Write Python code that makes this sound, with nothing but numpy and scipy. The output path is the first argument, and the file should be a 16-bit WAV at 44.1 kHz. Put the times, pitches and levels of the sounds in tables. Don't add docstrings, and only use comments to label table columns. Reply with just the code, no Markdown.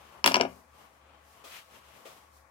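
import sys
import numpy as np
from scipy import signal
from scipy.fft import rfft, irfft
from scipy.io import wavfile

SR = 44100
rng = np.random.default_rng(int(sys.argv[2]) if len(sys.argv) > 2 else 0)


def master(y):
    cut = np.clip(np.atleast_2d(y).T, -1, 1)
    pcm = np.round(cut * 32767)
    wavfile.write(sys.argv[1], SR, pcm.astype(np.int16))


N = 110250
TIME_S = np.arange(N) / SR
FREQ_HZ = np.maximum(np.fft.rfftfreq(N, 1 / SR), 1)


def undb(db):
    return 10 ** (np.asarray(db) / 20)


def along(hz, table, column=1):
    table = np.array(table)
    return np.interp(np.log(hz), np.log(table[:, 0]), table[:, column])


def decay(t60_s, age_s=TIME_S):
    return np.exp(-np.log(1000) * age_s / t60_s)


def unit_energy(x):
    return x / np.sqrt(np.sum(x ** 2, axis=-1, keepdims=True))


def pan(left_minus_right_db):
    return undb(np.array([[1], [-1]]) * left_minus_right_db / 2)


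def convolve(x, response):
    return signal.fftconvolve(np.atleast_2d(x), np.atleast_2d(response), axes=-1)[:, :N]


def impulses(table, column):
    out = np.zeros(N)
    for row in table:
        out[int(row[0] * SR)] += undb(row[column])
    return out


def ring(modes, rise_cycles):
    out = 0
    for k, (pitch_hz, t60_s, level_db) in enumerate(modes):
        rise = 1 - np.exp(-(TIME_S * pitch_hz / rise_cycles) ** 2)
        mode = np.sin(2 * np.pi * pitch_hz * TIME_S) * decay(t60_s) * rise
        out = out + (-1) ** k * undb(level_db) * unit_energy(mode)
    return unit_energy(out)


def burst(spectrum, t60_s):
    cepstrum = irfft(np.log(undb(along(FREQ_HZ, spectrum))), N)
    response = np.exp(rfft(2 * cepstrum * (np.arange(N) < N // 2)))
    noise = rng.standard_normal(N) * decay(t60_s)
    return unit_energy(irfft(rfft(noise) * response, N))


def stereo_burst(spectrum, t60_s):
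    return np.array([burst(spectrum, t60_s) for _ in range(2)])


def place_near(x, pan_db, lag_s=0.00026):
    delayed = irfft(rfft(x) * np.exp(-2j * np.pi * FREQ_HZ * lag_s), N)
    return np.array([x, delayed]) * pan(pan_db)


# freq_hz, left_minus_right_db
FAR_BALANCE = [(60, 3.5), (200, 4), (700, 6), (1300, 8), (2400, 8), (4400, -0.5), (15000, 0)]

def far_noise(gain, coherent_below_hz=480):
    mid, side = np.exp(2j * np.pi * rng.random((2, len(FREQ_HZ))))
    coherence = 1 / (1 + (FREQ_HZ / coherent_below_hz) ** 2)
    both = mid * np.sqrt(1 + coherence) + np.array([[1], [-1]]) * side * np.sqrt(1 - coherence)
    noise = irfft(both * gain * pan(along(FREQ_HZ, FAR_BALANCE)), N)
    return noise / np.sqrt(np.mean(noise ** 2))


def shaped_noise(spectrum):
    return far_noise(undb(along(FREQ_HZ, spectrum)))


# freq_hz, level_db
AIR_SPECTRUM = [(18, -61.5), (30, -56), (55, -20), (75, -13.5), (295, -13.5), (473, -18.5), (526, -3.5),
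                (600, -14), (649, -18), (760, -8.5), (1350, -11), (2480, -17.5), (2750, -27.5), (7270, -26),
                (16000, -34.5)]
# pitch_hz, width_hz, level_db
ROOM_RESONANCES = [(72.1, 6.2, -68), (119, 5.64, -80.5), (509, 14, -81), (654, 20, -73.5),
                   (850.4, 20, -72.5), (1112, 23, -72.5), (1144, 40, -74)]

def room_tone(air_db=-63.5, hum_hz=73.7, hum_db=-72.5):
    resonances = sum(undb(level_db) * far_noise(1 / (1 + (2 * (FREQ_HZ - pitch_hz) / width_hz) ** 2))
                     for pitch_hz, width_hz, level_db in ROOM_RESONANCES)
    hum = undb(hum_db) * np.sin(2 * np.pi * hum_hz * TIME_S) * pan(along(hum_hz, FAR_BALANCE))
    return undb(air_db) * shaped_noise(AIR_SPECTRUM) + resonances + hum


# centre_s, sigma_s, rub_db, rustle_db, hiss_db
CLOTH_SWISHES = [(0.06, 0.082, -57, -61, -66), (0.169, 0.033, -54, -90, -71),
                 (0.532, 0.051, -58.5, -76, -63.5), (0.81, 0.049, -58.5, -64, -65.5),
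                 (0.96, 0.018, -66, -73.5, -73), (1.139, 0.082, -63, -65.5, -97),
                 (1.319, 0.047, -68, -76, -65.5), (1.392, 0.047, -60.5, -64.5, -68.5),
                 (1.552, 0.029, -59.5, -48, -53), (1.754, 0.025, -55.5, -57.5, -60.5),
                 (1.89, 0.048, -62.5, -61, -66), (1.982, 0.04, -57.5, -63, -63.5),
                 (2.139, 0.066, -58.5, -64, -63.5), (2.37, 0.029, -67.5, -78, -65.5)]
# freq_hz, level_db
RUB_SPECTRUM = [(60, -8.5), (160, -0.5), (330, -1.5), (520, 2.5), (850, 2.5), (1150, 4.5), (1600, -8),
                (3000, -12.5), (8000, -43.5)]
RUSTLE_SPECTRUM = [(400, -14.5), (1200, -3), (2000, -2), (3100, 1), (3700, -5), (4400, -9.5), (5300, -14.5),
                   (7500, -29), (16000, -31.5)]
HISS_SPECTRUM = [(1500, -18), (4000, -2), (5500, 0), (8500, -3.5), (12500, -2), (15500, -7.5),
                 (16500, -30.5)]

def cloth_swishes(grain_db=1, grain_rate_hz=71):
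    knots_s = np.arange(N // 50) / grain_rate_hz
    grain = undb(grain_db * np.interp(TIME_S, knots_s, rng.standard_normal(len(knots_s))))
    out = 0
    for k, spectrum in enumerate((RUB_SPECTRUM, RUSTLE_SPECTRUM, HISS_SPECTRUM)):
        power = sum(undb(levels_db[k]) ** 2 * np.exp(-.5 * ((TIME_S - centre_s) / sigma_s) ** 2)
                    for centre_s, sigma_s, *levels_db in CLOTH_SWISHES)
        out = out + shaped_noise(spectrum) * np.sqrt(power)
    return out * grain


# start_s, clack_db, thud_db, tick_db
HANDLE_KNOCKS = [(0.2423, 5, -4.5, -3.5), (0.2611, 1.5, 2, -10), (0.2757, 4, 0.5, -4.5),
                 (0.2824, -32, -3, -15), (0.3121, -10, -5, -30), (0.3187, -6, -26, -8),
                 (0.3429, 6, -0.5, -0.5), (0.3529, -4, -5, -21), (0.3570, 1.5, -7.5, -11),
                 (0.3667, -35, 2, -7), (0.3989, -6.5, -4.5, -35), (0.4029, -28, -1.5, -33),
                 (0.4104, 1, -8.5, -11.5), (0.4117, -4.5, -15, -6), (0.4215, -11.5, -18, -24.5),
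                 (0.4333, -22, -6, -50), (0.4510, -30, -3.5, -52)]
# pitch_hz, t60_s, level_db
HANDLE_MODES = [(660, 0.0188, -7.5), (969, .013, -2.5), (1566, .008, -10.5), (2030, 0.019, -9),
                (2400, .011, -2), (2915, 0.0092, 0), (4470, 0.0052, -3), (5560, 0.023, -5),
                (5895, 0.027, -13.5), (7390, .006, -11)]
# freq_hz, level_db
RATTLE_SPECTRUM = [(300, -11), (700, -0.5), (1400, 8), (1900, -1.5), (2600, 0.5), (3300, 0), (3900, -9.5),
                   (5000, -15), (6500, -19), (12000, -22)]

def handle_clacks(cutoff_at_0db_hz=7420, db_per_octave=4, rattle_db=-6.5):
    force_spectrum = 0
    for start_s, clack_db, *_ in HANDLE_KNOCKS:
        cutoff_hz = cutoff_at_0db_hz * 2 ** (clack_db / db_per_octave)
        lowpass = 1 / (1 + 1j * np.sqrt(2) * FREQ_HZ / cutoff_hz - (FREQ_HZ / cutoff_hz) ** 2)
        delay = np.exp(-2j * np.pi * FREQ_HZ * int(start_s * SR) / SR)
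        force_spectrum = force_spectrum + undb(clack_db) * delay * lowpass
    clack = place_near(ring(HANDLE_MODES, rise_cycles=1.1), pan_db=9.5)
    rattle = undb(rattle_db) * stereo_burst(RATTLE_SPECTRUM, t60_s=0.087) * pan(7)
    return convolve(irfft(force_spectrum, N), clack + rattle)


# pitch_hz, t60_s, level_db
STONE_MODES = [(116.45, 0.312, -9), (180.4, 0.31, -1.5), (234.6, .15, -1), (268.4, 0.11, 5.5),
               (364.2, 0.23, 1.5), (405, 0.06, 1.5), (513, 0.091, -21), (645.1, .15, 5), (696.5, 0.19, -3),
               (873, 0.38, -12), (963, .18, -7), (1126, .24, -9.5)]
# freq_hz, level_db
THUD_SPECTRUM = [(40, -19), (100, -9), (150, -3.5), (230, -0.5), (315, -8.5), (450, 0.5), (700, 5),
                 (1200, -5.5), (2500, -9.5), (6000, -45.5)]

def table_thuds(modes_db=-3):
    top = undb(modes_db) * ring(STONE_MODES, rise_cycles=0.95) + burst(THUD_SPECTRUM, t60_s=0.024)
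    return convolve(impulses(HANDLE_KNOCKS, column=2), place_near(top, pan_db=4.5))


# freq_hz, level_db
TICK_SPECTRUM = [(1000, -12.5), (3000, 1), (5500, 14.5), (6500, 1.5), (8000, -5.5), (9000, 2), (13000, -10),
                 (16000, -6.5)]

def handle_ticks():
    tick = place_near(burst(TICK_SPECTRUM, t60_s=0.007), pan_db=-0.5)
    return convolve(impulses(HANDLE_KNOCKS, column=3), tick)


# start_s, clash_db, ring_db
BLADE_STRIKES = [(0.2604, 7, 4.5), (0.2646, -10, -14), (0.2757, -1.5, -11.5)]
# pitch_hz, t60_s, level_db
BLADE_MODES = [(1697, 0.24, -5.5), (2390, 0.09, -1.5), (2743, 0.1996, 3.5), (2805, 0.23, -17),
               (3350, .025, 6.5), (5378, 0.18, -4), (7040, .1, -8.5), (10300, .04, -10), (12300, .03, -9)]
# freq_hz, level_db
CLASH_SPECTRUM = [(300, -22), (1100, -4.5), (1900, -0.5), (2500, 4), (3400, -26.5), (4000, -9), (5200, -10),
                  (6400, -11), (7400, -7), (9000, -17.5), (10400, -5.5), (12500, -20), (16000, -13.5)]
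SHIMMER_SPECTRUM = [(1500, -32.5), (3000, 8), (5000, 8), (6400, -2.5), (7500, 0.5), (9000, -4),
                    (10500, 0.5), (13000, -1), (16000, -12)]
# freq_hz, left_minus_right_db
BLADE_BALANCE = [(1000, -3), (2500, -1.5), (5000, 3), (8000, -2), (13000, 0)]

def blade_clashes(shimmer_db=-2):
    clash = convolve(impulses(BLADE_STRIKES, column=1), stereo_burst(CLASH_SPECTRUM, t60_s=0.013))
    shimmer = undb(shimmer_db) * stereo_burst(SHIMMER_SPECTRUM, t60_s=0.1785)
    modes = place_near(ring(BLADE_MODES, rise_cycles=1.1), pan_db=0)
    ringing = convolve(impulses(BLADE_STRIKES, column=2), modes + shimmer)
    return irfft(rfft(clash + ringing) * pan(along(FREQ_HZ, BLADE_BALANCE)), N)


# start_s, level_db
FLAT_LANDINGS = [(0.4040, -2.7), (0.4085, -0.89)]
# pitch_hz, t60_s, level_db
CLUNK_MODES = [(374, 0.089, -1.6), (498, 0.025, -0.67), (677, 0.045, -2.2)]

def landing_clunk():
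    clunk = place_near(ring(CLUNK_MODES, rise_cycles=0.95), pan_db=9.5)
    return convolve(impulses(FLAT_LANDINGS, column=1), clunk)


# freq_hz, t60_s, level_db
REVERB_BANDS = [(100, .22, -12), (300, 0.54, -18.5), (600, 0.17, -10), (1000, 0.092, -7.5),
                (2600, 0.29, -15), (5000, 0.15, -21), (10000, 0.15, -7), (15880, .3, -13.5)]

def room_reverb(x, onset_s=0.005):
    noise_spectrum = rfft(far_noise(1))
    centres_hz = 62.5 * 2 ** np.arange(9)
    rise = 1 - np.exp(-(TIME_S / onset_s) ** 2)
    tail = 0
    for hz, weights in zip(centres_hz, np.eye(len(centres_hz))):
        band = irfft(noise_spectrum * np.interp(np.log(FREQ_HZ), np.log(centres_hz), weights), N)
        envelope = unit_energy(rise * decay(along(hz, REVERB_BANDS, column=1)))
        tail = tail + band * envelope * undb(along(hz, REVERB_BANDS, column=2))
    return convolve(x, tail)


# start_s, sole_db, scuff_db, scuff_t60_s
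SLIPPER_STEPS = [(1.437, -47, -47.5, 0.89), (2.051, -44, -47.5, 0.44)]
# freq_hz, level_db
SOLE_SPECTRUM = [(100, -42), (280, -8), (380, -5), (520, 2.5), (750, -5), (1200, -23), (2500, -11),
                 (8000, -52)]
SCUFF_SPECTRUM = [(180, -52), (300, -22), (537, -4), (870, -12.5), (1190, -1), (1640, -12), (3580, -7),
                  (4300, -10.5), (16000, -18)]

def slipper_steps(attack_s=0.0063, sole_t60_s=0.22):
    sole_noise, scuff_noise = shaped_noise(SOLE_SPECTRUM), shaped_noise(SCUFF_SPECTRUM)
    out = 0
    for start_s, sole_db, scuff_db, scuff_t60_s in SLIPPER_STEPS:
        age_s = np.maximum(TIME_S - start_s, 0)
        pat = sole_noise * undb(sole_db) * decay(sole_t60_s, age_s)
        scuff = scuff_noise * undb(scuff_db) * decay(scuff_t60_s, age_s)
        out = out + (1 - np.exp(-age_s / attack_s)) * (pat + scuff)
    return out


def scene():
    scissors = handle_clacks() + table_thuds() + handle_ticks() + blade_clashes() + landing_clunk()
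    return scissors + room_reverb(scissors) + slipper_steps() + cloth_swishes() + room_tone()


LOW_CUT_HZ, HIGH_CUT_HZ = 35, 16100

def record(dry):
    thinned = signal.sosfilt(signal.butter(2, LOW_CUT_HZ, "high", fs=SR, output="sos"), dry)
    return signal.sosfilt(signal.ellip(8, .2, 70, HIGH_CUT_HZ, fs=SR, output="sos"), np.tanh(thinned))


dry = scene()
out = record(dry)
master(out)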